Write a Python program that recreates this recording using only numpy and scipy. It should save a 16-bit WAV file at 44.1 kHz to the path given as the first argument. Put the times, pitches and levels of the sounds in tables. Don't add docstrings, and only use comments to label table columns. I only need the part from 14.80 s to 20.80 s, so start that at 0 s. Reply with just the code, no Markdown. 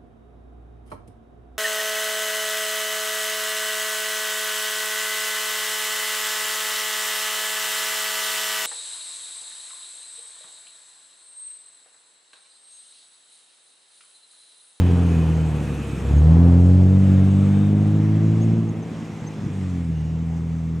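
import sys
import numpy as np
from scipy import signal
from scipy.fft import rfft, irfft, next_fast_len
from scipy.io import wavfile
from scipy.ndimage import uniform_filter1d, map_coordinates

SR = 44100
rng = np.random.default_rng(int(sys.argv[2]) if len(sys.argv) > 2 else 0)


def transcribe(signal):
    frames = np.atleast_2d(signal).T
    limited = np.clip(frames, -1, 1)
    pcm = np.round(limited * 32767).astype(np.int16)
    wavfile.write(sys.argv[1], SR, pcm)


N = 264600

# time in seconds, crankshaft speed in turns a second.
REVS = [(0.0, 44.81), (0.26, 42.89), (0.44, 40.33), (0.6, 40.07), (0.82, 37.03), (1.24, 33.27),
        (1.6, 42.67), (1.7, 43.09), (2.2, 47.93), (2.39, 47.42), (2.65, 49.12), (3.78, 56.21), (3.86, 54.8),
        (4.3, 54.39), (4.6, 51.53), (5.2, 38.81), (5.41, 41.22), (6.0, 40.74)]
# pressed in seconds, lifted in seconds, boost of the firing tone in dB,
# its sag in dB a second, boost of the higher orders in dB, surge of gas in dB.
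THROTTLE = [(-.3, 0.659, 18.5, 10.5, 7, 0.5), (1.185, 3.75, 21, 0.2, 16.5, 7),
            (4.54, 6.5, 10.5, 2, 8.5, -3)]
BITE_S, OPEN_S, RELEASE_S = 0.19, 0.32, 0.35
FIRING_DB = -34
# crank order, level in dB, share of the higher orders' boost that it takes.
ORDERS_SHUT = [(3, -33, 0.79), (4, -29.5, 0.93), (6, -41, 0.99)]
# frequency in Hz, level in dB relative to the third.
FIFTH_ORDER = [(215, -18), (242, -9.5), (280, -12.5)]
# crank order, level in dB on top of the brightness worked out in drone().
OVERTONES = [(7, -25.5), (8, -24.5), (9, -40), (10, -31), (11, -32.5), (12, -33), (13, -36), (14, -37),
             (16, -40.5), (18, -39.5)]
# frequency in Hz, gain in dB.
PIPE = [(68, 3.5), (83, 3), (92, 4), (100, -2), (112, -0.6), (124, -5), (162, 3.5), (178, -1), (190, 0.5),
        (203, -1), (214, -9), (226, -3.5), (240, -4.5), (248, 3.5), (260, 5), (298, -2.5), (315, 0),
        (335, -2)]
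# time in seconds, peak level in dB.
COUGHS = [(1.18, -16.5), (1.212, -18), (1.339, -17.5), (4.424, -19), (4.594, -20.5), (4.642, -20.5),
          (4.655, -22.5), (4.670, -14), (4.711, -28.5)]

# start in seconds, end in seconds, extra churn in dB, extra spray in dB.
WHEELSPINS = [(-.3, 0.44, 0.5, 0), (0.696, 1.408, 1.5, 3), (2.146, 2.95, 4, 2.5), (2.946, 3.8, 3, 1.5),
              (4.013, 5.072, 3, 3)]
SPIN_RAMP_S, SING_RAMP_S = 0.12, 0.13
# start in seconds, end in seconds, centre in Hz, distance from centre to half amplitude in Hz,
# level in dB relative to the churned sand, before its random swell.
SINGING = [(-.2, 1.2, 296, 16, 5), (-.2, 3, 469.5, 19, -0.5), (-.2, .7, 3020, 80, -13.5),
           (-.2, 1.45, 2530, 130, -10.5), (-.2, 3, 6470, 50, -22.5), (1, 1.4, 7830, 79, -19),
           (1.752, 3.0, 7880, 160, -22), (2.0, 3.2, 3650, 14, -19.5), (2.3, 6.2, 1124, 130, -12.5),
           (3.9, 3.7, 2480, 90, -8), (5.05, 5.4, 2850, 130, -7.5)]
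# start in seconds, length in seconds, first and last frequency in Hz before wavering, peak in dB.
SQUEAKS = [(1.369, 0.033, 6300, 6750, -50), (3.61, .036, 6270, 6850, -45.5),
           (3.888, 0.012, 6150, 6700, -45.5), (4.017, .028, 6280, 6080, -52),
           (4.464, 0.026, 6100, 6550, -42.5)]

# frequency in Hz, level in dB per Hz.
SILENCER_COLOUR = [(25, -30.5), (52, -24), (75, -9), (110, -4.5), (165, -1), (230, -1.5), (310, -6.5),
                   (380, -15.5), (600, -51.5), (1200, -100)]
GAS_COLOUR = [(150, -43), (280, -1), (390, 0.5), (480, -0.5), (580, -7.5), (760, -7), (1000, -13),
              (1500, -23.5), (3000, -36), (8000, -72.5)]
INTAKE_COLOUR = [(2800, -28), (4000, -2.5), (5200, -4), (6200, -6.5), (8000, -18), (12000, -38.5)]
CHURN_COLOUR = [(300, -16.5), (700, -7), (1200, 5.5), (1800, 1), (2600, -1), (3400, -4.5), (4600, -14),
                (7000, -24.5), (14000, -56.5)]
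SPRAY_COLOUR = [(1500, -25.5), (3500, -4.5), (4700, -7), (6500, -0.5), (7200, -0.5), (7900, 0),
                (9000, -3.5), (11000, -8.5), (13000, -15), (15500, -19)]
# frequency in Hz, gain in dB.
FAR_SAND = [(1500, -2.0), (2000, 3.5), (3000, 0.0), (4200, 2), (5700, 5.0), (7500, 0.0), (10000, -6.0), (14000, -7.5)]
AIR_COLOUR = [(15, -13.5), (45, -0.5), (90, -7.5), (300, -43.5)]
# time in seconds, share from 0 to 1.
FAR_SHARE = [(0, 0), (2.5, 0.21), (3.6, 0.82), (6, 0.8)]

# frequency in Hz, correlation.
ALIKE = [(100, 0.93), (250, 1), (500, 0.98), (1000, 0.87), (4000, 0.77), (7000, 0.98), (12000, 0.75)]
# frequency in Hz, left minus right in dB.
LEAN = [(280, 0), (600, 1), (1300, 1), (2300, -0.5), (3200, -3.5), (5000, 2.1), (7000, 0), (9000, -2),
        (13000, 0.5)]
# frequency in Hz, radians by which left leads.
LEAD = [(80, 0.13), (200, 0.24), (650, 0.31), (1300, 0.044), (2800, 0), (4100, 0.22), (5500, .05),
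        (10000, .12)]
TOP_HZ = 15700
START_M, AWAY_M_PER_S = 7.53, 1.8


def amp(db):
    return 10 ** (np.asarray(db) / 20)


def unit(x):
    return x / np.sqrt(np.mean(x ** 2) + 1e-20)


def along(points, hz):
    f, v = np.transpose(points)
    return np.interp(np.log(hz + 1), np.log(f + 1), v)


def curves(rows):
    s, *columns = np.transpose(rows)
    return [np.interp(np.arange(N) / SR, s, column) for column in columns]


def ramp(start, end, rise, fall):
    t = np.arange(N) / SR
    return np.clip(np.minimum((t - start) / rise, (end - t) / fall), 0, 1)


def wobble(rate):
    points = rng.standard_normal(int(N * rate / SR) + 4)
    return map_coordinates(points, [np.arange(N) * rate / SR])


def filtered(x, response):
    size = next_fast_len(N + SR // 2)
    hz = np.fft.rfftfreq(size, 1 / SR)
    return irfft(rfft(x, size) * response(hz), size)[..., :N]


def patchy_noise(patchy_db):
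    z = signal.stft(rng.standard_normal((2, N)), nperseg=512)[2]
    field = uniform_filter1d(rng.standard_normal(z.shape[1:]), size=5, axis=0)
    field = uniform_filter1d(field, size=18, axis=1)
    return signal.istft(z * amp(patchy_db * unit(field)), nperseg=512)[1][:, :N]


def coloured(pair, spectrum):
    def mid_and_side(hz):
        turn = np.arccos(np.clip(along(ALIKE, hz), -1, 1)) / 2
        return amp(along(spectrum, hz)) * [np.cos(turn), np.sin(turn)]

    mid, side = filtered(pair, mid_and_side)
    return unit(np.array([mid + side, mid - side]))


def crank_angle(flutter=0.002):
    speed, = curves(REVS)
    return 2 * np.pi * np.cumsum(speed * (1 + flutter * wobble(25))) / SR


def revs_db():
    speed, = curves(REVS)
    return 20 * np.log10(speed / speed.mean())


def load():
    t, firing, higher = np.arange(N) / SR, 0, 0
    for press, lift, firing_db, sag, higher_db, _ in THROTTLE:
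        sagging_db = firing_db - sag * (t - press)
        firing = firing + sagging_db * ramp(press, lift + RELEASE_S, BITE_S, RELEASE_S)
        higher = higher + higher_db * ramp(press, lift + RELEASE_S, OPEN_S, RELEASE_S)
    return firing, higher


def distance_db():
    return -20 * np.log10(1 + AWAY_M_PER_S * np.arange(N) / SR / START_M)


def drone(angle, shimmer_db=0.28, overtone_shimmer_db=2, skew=0.7, odd_lag=0.92, rasp=0.47, mellow_db=7):
    speed, = curves(REVS)
    boost_db, higher_db = load()
    at_source = [(2, FIRING_DB + boost_db)]
    at_source += [(k, db + share * higher_db) for k, db, share in ORDERS_SHUT]
    strong = [(k, db + along(PIPE, k * speed) + distance_db()) for k, db in at_source]
    (_, firing_db), (_, third_db), *_ = strong
    strong.append((5, third_db + along(FIFTH_ORDER, 5 * speed)))
    tone = 0
    for k, db in strong:
        phase = k * angle + skew - odd_lag * (k % 2)
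        tone = tone + amp(db + shimmer_db * k / 2 * wobble(30)) * np.cos(phase)
    stop_band_db = np.interp(speed, [43, 53], [0, -3])
    bright_db = firing_db + rasp * higher_db - mellow_db + stop_band_db
    for k, db in OVERTONES:
        drift = rng.uniform(0, 2 * np.pi) + 0.034 * k * wobble(25)
        tone += amp(bright_db + db + overtone_shimmer_db * wobble(14)) * np.cos(k * angle + drift)
    return -np.sqrt(2) * tone


def burble(angle, turbulence=1.0, level_db=-31.5, fade=1.17, strain=0.31,
           catch_db=7, overrun_db=5, catch_s=0.25, overrun_s=0.67):
    stumble_db = 0
    for press, lift, *_ in THROTTLE:
        stumble_db = stumble_db + catch_db * ramp(press, press + catch_s, catch_s / 2, catch_s / 2)
        stumble_db = stumble_db + overrun_db * ramp(lift, lift + overrun_s, overrun_s / 2, overrun_s / 2)
    strain_db = strain * load()[1] * np.maximum(revs_db(), 0)
    fires = np.diff(np.floor(angle / np.pi), prepend=0)
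    kicks = unit(fires * rng.standard_normal((2, N))) + turbulence * rng.standard_normal((2, N))
    gain = amp(level_db + fade * distance_db() + strain_db + stumble_db)
    return gain * coloured(kicks, SILENCER_COLOUR)


def coughs(boom_hz=160, width_s=0.0042):
    t, out = np.arange(N) / SR, np.zeros(N)
    for s, db in COUGHS:
        bump = np.exp(-((t - s) / width_s) ** 2)
        out -= amp(db) * bump * np.cos(2 * np.pi * boom_hz * (t - s))
    return out


def gas(angle, level_db=-33.5, puff_db=2, fade=1.54, load_share=0.063, revs_share=0.99, surge_s=0.8):
    puffs = amp(puff_db * np.cos(2 * angle))
    surge_db = sum(db * ramp(press, press + surge_s, surge_s / 2, surge_s / 2) for press, *_, db in THROTTLE)
    flow_db = load_share * load()[1] + revs_share * revs_db() + surge_db
    gain = amp(level_db + fade * distance_db() + flow_db)
    return gain * coloured(puffs * patchy_noise(patchy_db=1), GAS_COLOUR)


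def intake(level_db=-78, hiss_s=1.3, rise_s=0.25, fall_s=0.4):
    gulp = 0
    for press, _, boost_db, *_ in THROTTLE:
        gulp = gulp + amp(boost_db) * ramp(press, press + hiss_s, rise_s, fall_s)
    return amp(level_db + distance_db()) * gulp * coloured(patchy_noise(patchy_db=1), INTAKE_COLOUR)


def tyres(churn_db=-43.5, spray_db=-53.5, churn_fade=1.455, spray_fade=1.21):
    churn = churn_db + churn_fade * distance_db()
    spray = spray_db + spray_fade * distance_db()
    for start, end, dig_db, fling_db in WHEELSPINS:
        spin = ramp(start, end, SPIN_RAMP_S, SPIN_RAMP_S)
        churn, spray = churn + dig_db * spin, spray + fling_db * spin
    return churn, spray


def sand(grain_db=1.4, clump_db=0.7):
    churn_db, spray_db = tyres()
    churn = amp(churn_db) * coloured(patchy_noise(patchy_db=1.0), CHURN_COLOUR)
    flicker = amp(grain_db * wobble(3000) + clump_db * wobble(60))
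    grains = patchy_noise(patchy_db=1.75) * flicker
    near = churn + amp(spray_db) * coloured(grains, SPRAY_COLOUR)
    far = filtered(near, lambda hz: amp(along(FAR_SAND, hz)))
    far_share, = curves(FAR_SHARE)
    return (1 - far_share) * near + far_share * far


def singing(swell_db=2.0):
    out = np.zeros(N)
    for start, end, centre, width, db in SINGING:
        band = filtered(rng.standard_normal(N), lambda hz: 1 / (1 + ((hz - centre) / width) ** 2))
        gain = amp(db + swell_db * wobble(5)) * ramp(start, end, SING_RAMP_S, SING_RAMP_S)
        out += gain * unit(band)
    return out * amp(tyres()[0])


def squeaks(waver=0.0094):
    t, out = np.arange(N) / SR, np.zeros(N)
    unsteady = 1 + waver * wobble(400)
    for s, length, start_hz, end_hz, db in SQUEAKS:
        progress = np.clip((t - s) / length, 0, 1)
        hz = (start_hz + (end_hz - start_hz) * progress) * unsteady
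        out += amp(db) * np.sin(np.pi * progress) * np.sin(2 * np.pi * np.cumsum(hz) / SR)
    return out


def air(level_db=-61):
    rumble = filtered(rng.standard_normal(N), lambda hz: amp(along(AIR_COLOUR, hz)))
    return amp(level_db) * unit(rumble)


def scene():
    angle = crank_angle()
    engine = drone(angle) + burble(angle) + coughs() + gas(angle) + intake()
    return engine + sand() + singing() + squeaks() + air()


def record(dry):
    def microphones(hz):
        left_over_right = amp(along(LEAN, hz)) * np.exp(1j * along(LEAD, hz))
        return left_over_right ** np.array([[0.5], [-0.5]]) * (hz < TOP_HZ)

    return filtered(dry, microphones)


dry = scene()
out = record(dry)
transcribe(out)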